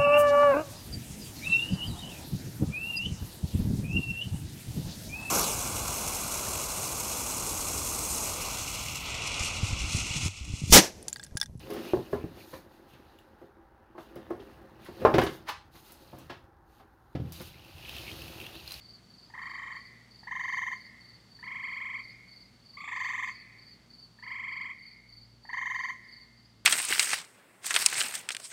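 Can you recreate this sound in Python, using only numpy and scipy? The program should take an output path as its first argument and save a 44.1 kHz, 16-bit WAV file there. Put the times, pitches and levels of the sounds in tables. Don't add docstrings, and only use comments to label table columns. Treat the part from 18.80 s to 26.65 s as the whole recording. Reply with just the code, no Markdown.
import sys
import numpy as np
from scipy import signal
from scipy.fft import rfft, irfft
from scipy.io import wavfile
from scipy.ndimage import uniform_filter1d

SR = 44100
rng = np.random.default_rng(int(sys.argv[2]) if len(sys.argv) > 2 else 0)


def transcribe(u):
    v = np.clip(np.atleast_2d(u).T, -1, 1)
    q = np.round(v * 32767).astype(np.int16)
    wavfile.write(sys.argv[1], SR, q)


def natural_amplitude(level_db):
    exponent = np.asarray(level_db, float) / 20
    return 10 ** exponent


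N = 346185
LEAD = SR

# t/s after the first, length/s, level/dB
DISTANT_STROKES = [
    (0, 0.02, 2),
    (.037, .018, -1.5),
    (.076, .02, 5.5),
    (.118, .02, 1),
]


def level(x, db):
    return x * natural_amplitude(db) / np.sqrt(np.mean(x ** 2))


def add(track, sound, s):
    i = int(s * SR) + LEAD
    piece = track[i:i + len(sound)]
    piece += sound[:len(piece)]


def walk(rate):
    k = int(SR / rate)
    held = np.repeat(rng.standard_normal(N // k + 1), k)[:N]
    return 1.316 * uniform_filter1d(uniform_filter1d(held, k), k)


def air():
    # f/Hz, level/dB per Hz
    colour = [(18, -72), (28, -30.5), (50, -17.5), (85, -12.5), (190, -8), (300, -14.5), (520, -21.5),
              (1300, -23.5), (2050, -27.5), (2500, -28), (4300, -26.5), (5400, -29.5), (10000, -40),
              (15500, -46.5)]
    hz = np.maximum(np.arange(N // 2 + 1) * SR / N, 1)
    f, db = np.transpose(colour)
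    gain = natural_amplitude(np.interp(np.log(hz), np.log(f), db))
    noise = irfft(rfft(rng.standard_normal(N)) * gain, N)
    return level(noise, -62.3) * natural_amplitude(1.2 * walk(1.2))


def pump():
    # f/Hz, wander/Hz, rms level/dB
    tones = [
        (54.6, 5.3, -71.5),
        (115.6, 4.84, -66.5),
        (186.2, 9.87, -76),
        (232.3, 4.26, -72.5),
    ]
    out = 0
    for hz, wander_hz, db in tones:
        phase = 2 * np.pi * np.cumsum(hz + wander_hz / 2 * walk(6)) / SR
        out = out + level(np.sin(phase) * natural_amplitude(2.14 * walk(5)), db)
    return out


def garden(sound, near_db, near_t60, lift_db, tail_db, tail_t60, band_hz=(1700, 2700)):
    t = np.arange(3 * SR // 2) / SR
    near, tail = rng.standard_normal((2, len(t)))
    near *= rng.random(len(t)) ** 6 * natural_amplitude(-60 * t / near_t60)
    near *= natural_amplitude(near_db) / np.linalg.norm(near)
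    treble = signal.lfilter(*signal.butter(2, 4000, "high", fs=SR), near)
    near += (natural_amplitude(lift_db) - 1) * treble
    tail = signal.lfilter(*signal.butter(1, band_hz, "band", fs=SR), tail)
    tail *= natural_amplitude(-60 * t / tail_t60) * (1 - np.exp(-(t / .17) ** 2))
    reply = near + natural_amplitude(tail_db) * tail / np.linalg.norm(tail) / 3
    reply[0] = 1
    return signal.fftconvolve(sound, reply)[LEAD:LEAD + N]


def wing_stroke(length, wing):
    share, hz, wing_db = np.transpose(wing)
    u = np.arange(0, length, 1 / SR) / length
    rough = 9 * uniform_filter1d(rng.standard_normal(len(u)), 80)
    pitch = np.interp(u, share, hz) * (1 + .003 * rng.standard_normal() + .007 * rough)
    phase = 2 * np.pi * np.cumsum(pitch) / SR
    tone = np.sin(phase) + natural_amplitude(-29) * np.sin(2 * phase) + natural_amplitude(-32) * np.sin(3 * phase)
    return natural_amplitude(np.interp(u, share, wing_db)) * np.clip(8 * np.minimum(u, 1 - u), 0, 1) * tone


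def cricket(chirps, strokes, wing, gain_db, scatter_db=1.0):
    track = np.zeros(LEAD + N)
    for at, db in chirps:
        for after, length, stroke_db in strokes:
            loud_chance, time_chance = rng.standard_normal(2)
            loud = natural_amplitude(db + stroke_db + gain_db + scatter_db * loud_chance)
            start = at + after - .6 * length + 0.00092 * time_chance
            add(track, loud * wing_stroke(length, wing), start)
    return garden(track, near_db=1, near_t60=0.14, lift_db=0, tail_db=-5, tail_t60=1, band_hz=(3500, 6000))


def near_cricket():
    # t/s, level/dB
    chirps = [(0.017, -54.5), (0.308, -55.5), (0.625, -56.7), (0.931, -55.8), (1.317, -55), (1.634, -56),
              (1.931, -55.6), (2.214, -55.1), (2.521, -55.5), (2.829, -55.5), (3.166, -55.5),
              (3.488, -54.2), (3.866, -54.5), (4.168, -55.5), (4.482, -55), (4.793, -55), (5.109, -54.1),
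              (5.402, -56), (5.693, -55.5), (5.994, -55), (6.296, -54), (6.641, -54.5), (6.96, -55),
              (7.294, -53.9)]
    # t/s after the first, length/s, level/dB
    strokes = [
        (0, .022, 0),
        (0.037, 0.034, 1),
        (0.082, 0.039, 1.5),
        (0.13, 0.05, 0.5),
    ]
    # share of the stroke, f/Hz, level/dB
    wing = [(0, 4674, -15.5), (.33, 4654, -7), (0.439, 4484, -7.5), (.65, 4537, -9), (.83, 4480, -2.5),
            (.9, 4100, -12), (1.001, 4220, -15)]
    return cricket(chirps, strokes, wing, 5.3)


def answering_cricket():
    # t/s, level/dB
    chirps = [(0.033, -65), (0.382, -64), (0.696, -69), (0.994, -68), (1.317, -64.6), (1.647, -65.7),
              (1.985, -65.8), (2.283, -70), (2.605, -74), (2.906, -74), (3.238, -64), (3.539, -64.4),
              (3.857, -67), (4.17, -64), (4.469, -64.1), (4.819, -64.3), (5.129, -68), (5.433, -67.0),
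              (5.729, -67), (6.054, -68), (6.376, -68), (6.67, -70), (6.947, -65), (7.247, -64.2),
              (7.579, -65.8)]
    # share of the stroke, f/Hz, level/dB
    wing = [(0, 4960, -8), (.5, 4880, 0), (1, 4700, -7)]
    return cricket(chirps, DISTANT_STROKES, wing, 0.8)


def far_crickets(db, count=2):
    # share of the stroke, f/Hz, level/dB
    far_wing = [(0, 4740, -10), (.5, 4635, -0.5), (1, 4450, -21.5)]
    out = 0
    for pace, start, tune, off_db in rng.random((count, 4)):
        times = np.arange(-.5 + .3 * start, N / SR, .27 + .1 * pace)
        chirps = [(s, db - 6 * off_db) for s in times]
        wing = [(u, f * (.95 + 0.0926 * tune), d) for u, f, d in far_wing]
        out = out + cricket(chirps, DISTANT_STROKES, wing, 0, scatter_db=0.0)
    return out


def trill(calls, first_gap, slowing, longest, start_db, swell):
    out = []
    for start, pulses, db in calls:
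        k = np.arange(round(pulses))
        last = k == k[-1]
        gaps = np.minimum(first_gap + slowing * (k - 1), longest) * (k > 0)
        at = start + np.cumsum(gaps) + .002 * last
        scatter_db = .8 * rng.standard_normal(len(k))
        pulse_db = db + start_db * np.exp(-k / swell) - 2 * last + scatter_db
        out.append(list(zip(at, pulse_db)))
    return out


def sac(hz, modes):
    return sum(natural_amplitude(db) / (1 + (2 * (hz - f) / w) ** 2) ** 2 for f, w, db in modes)


def pulse(empty, glide, modes, slack_db, hurry, rise, fall, sag_db):
    throb_hz, throb_db = 240, -7
    focus_db, focus_at = 6, .45
    overtone = np.arange(1, 15)[:, None]
    s, hz = np.transpose(glide)
    when = s * (1 - hurry * empty)
    t = np.arange(when[0], when[-1], 1 / SR)
    part = (t - when[0]) / (when[-1] - when[0]) / (1 - 0.37 * empty ** 2)
    shape = np.clip(np.minimum(part / rise, (1 - part) / fall), 0, 1) ** 1.75
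    shape = shape * natural_amplitude(-sag_db * empty * part)

    pitch_chance, phase_chance = rng.standard_normal(2)
    pitch = uniform_filter1d(np.interp(t, when, hz), 160, mode="nearest")
    pitch = pitch * (1 + 0.0057 * pitch_chance - .03 * empty)
    wander = 0.0069 * uniform_filter1d(np.cumsum(rng.standard_normal(len(t))), 40)
    phase = 2 * np.pi * np.cumsum(pitch) / SR + phase_chance + wander
    throb = 2 * np.pi * throb_hz * t
    voice = sac(overtone * pitch, modes) * np.sin(overtone * phase)
    for side in (-1, 1):
        gain = natural_amplitude(throb_db) * part ** 2 * sac(overtone * pitch + side * throb_hz, modes)
        voice += gain * np.sin(overtone * phase + side * throb)

    octaves = np.log2(overtone / 2)
    colour = natural_amplitude(-slack_db * empty * octaves)
    colour = colour * natural_amplitude(-focus_db * np.maximum(octaves, 0) * (2 * (part - focus_at)) ** 2)
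    return when[0], shape * (colour * voice).sum(0)


def late_copy(sound, delay, db, hz, width):
    band = signal.iirpeak(hz, hz / (2.16 * width), fs=SR)
    ringing = signal.lfilter(*band, signal.lfilter(*band, sound))
    return natural_amplitude(db) * np.roll(ringing, int(delay * SR))


def frog(calls, glide, modes, echoes, path, gain_db, slack_db, hurry, rise=0.19, fall=0.19, sag_db=9):
    track = np.zeros(LEAD + N)
    for call in calls:
        for k, (at, db) in enumerate(call):
            empty = np.exp(-k / 1.5)
            start, sound = pulse(empty, glide, modes, slack_db, hurry, rise, fall, sag_db)
            add(track, natural_amplitude(db + gain_db + sag_db * empty / 2) * sound, at + start)
    thrown = sum(late_copy(track, *echo) for echo in echoes)
    return garden(track + thrown, **path)


def left_frog():
    # first pulse t/s, pulses, full level/dB
    calls = [
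        (0.503, 12, -33),
    ]
    # t/s from the pulse mark, f/Hz
    glide = [(-.008, 800), (0, 924), (.008, 1030), (0.015, 1090), (.024, 1200)]
    # f/Hz, width/Hz, level/dB
    modes = [(908, 220, -15), (1113, 170, -4), (1340, 200, -8), (1780, 220, -1.5), (1995, 320, 1.5),
             (2300, 225, -2), (2650, 300, -28), (3150, 220, -14), (3720, 170, -19), (6300, 340, -39),
             (7150, 1200, -32)]
    # delay t/s, level/dB, f/Hz, width/Hz
    echoes = [(.012, -9, 1960, 600), (.020, -10, 1250, 500), (.082, -11, 2127, 300)]
    path = dict(near_db=-2.5, near_t60=0.27, lift_db=7.5, tail_db=-13.5, tail_t60=0.95)
    pulses = trill(calls, first_gap=.0386, slowing=.00045, longest=.046, start_db=-18, swell=.7)
    return frog(pulses, glide, modes, echoes, path, gain_db=-4.0, slack_db=14.5, hurry=.35, sag_db=15)


def near_frog():
    # first pulse t/s, pulses, full level/dB
    calls = [
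        (1.436, 12, -29),
        (4.044, 11, -29.3),
        (6.655, 11, -28.5),
    ]
    # t/s from the pulse mark, f/Hz
    glide = [(-.011, 800), (-.001, 915), (.005, 1005), (.012, 1055), (.022, 1130)]
    # f/Hz, width/Hz, level/dB
    modes = [(850, 240, -15.5), (1075, 190, -2.5), (1330, 240, -9), (1820, 170, 2.5), (2030, 320, 2),
             (2246, 130, 5), (2650, 300, -27), (3100, 400, -14.5), (3670, 450, -21), (6140, 380, -22),
             (6640, 700, -22), (8000, 900, -43), (9700, 600, -41), (11900, 900, -37)]
    # delay t/s, level/dB, f/Hz, width/Hz
    echoes = [(.009, -5.5, 2045, 530), (.017, -8, 1830, 280), (.020, -6.5, 2246, 200),
              (.026, -17, 950, 300)]
    path = dict(near_db=-9, near_t60=.27, lift_db=9.5, tail_db=-18.5, tail_t60=1.15)
    pulses = trill(calls, first_gap=.0394, slowing=.00087, longest=.048, start_db=-19, swell=.9)
    return frog(pulses, glide, modes, echoes, path, gain_db=-2.66, slack_db=13, hurry=.4, rise=.22, sag_db=19)


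def bank_frog():
    # first pulse t/s, pulses, full level/dB
    calls = [
        (2.592, 15, -31.5),
        (5.390, 13, -31.5),
        (-0.960, 13, -35),
    ]
    # t/s from the pulse mark, f/Hz
    glide = [(-.006, 830), (.003, 980), (.011, 1050), (.019, 1105), (.030, 1270)]
    # f/Hz, width/Hz, level/dB
    modes = [(1030, 200, -12.5), (1250, 260, -4.5), (1820, 280, -2), (2130, 300, 2), (2370, 200, 2),
             (2850, 600, -22.5), (3173, 140, -12), (7450, 480, -34), (11510, 400, -48), (14800, 500, -66)]
    # delay t/s, level/dB, f/Hz, width/Hz
    echoes = [(.017, -6.5, 2160, 219), (.020, -9, 1080, 196), (.058, -15.5, 2100, 300)]
    path = dict(near_db=-6, near_t60=0.2, lift_db=8, tail_db=-15, tail_t60=1.1)
    pulses = trill(calls, first_gap=.0379, slowing=.0008, longest=.0434, start_db=-19, swell=.75)
    return frog(pulses, glide, modes, echoes, path, gain_db=-2.4, slack_db=9, hurry=0.17, fall=.28, sag_db=23)


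def small_frog():
    # first pulse t/s, pulses, full level/dB
    calls = [
        (3.938, 15, -37),
    ]
    # t/s from the pulse mark, f/Hz
    glide = [(-.005, 927), (0, 1050), (.008, 1170), (0.015, 1237), (.022, 1320)]
    # f/Hz, width/Hz, level/dB
    modes = [(1170, 370, -6), (2154, 420, 2.5), (2537, 750, -4.5), (3380, 900, -13.5), (3440, 250, -24.5),
             (7300, 1200, -18), (7900, 210, -24), (14800, 1400, -36)]
    # delay t/s, level/dB, f/Hz, width/Hz
    echoes = [(.012, -6, 2300, 810), (.025, -8, 1240, 400)]
    path = dict(near_db=-4, near_t60=0.27, lift_db=6, tail_db=-13, tail_t60=1.1)
    pulses = trill(calls, first_gap=.0332, slowing=.001, longest=.040, start_db=-26, swell=.55)
    return frog(pulses, glide, modes, echoes, path, gain_db=-3, slack_db=12, hurry=.2)


def scene():
    insects = near_cricket() + answering_cricket() + far_crickets(-67.5)
    frogs = left_frog() + near_frog() + bank_frog() + small_frog()
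    return (air() + pump() + insects + frogs)[None]


def band_limit(x):
    return signal.sosfilt(signal.butter(12, 15620, fs=SR, output="sos"), x)


def record(dry):
    return band_limit(dry)


dry = scene()
out = record(dry)
transcribe(out)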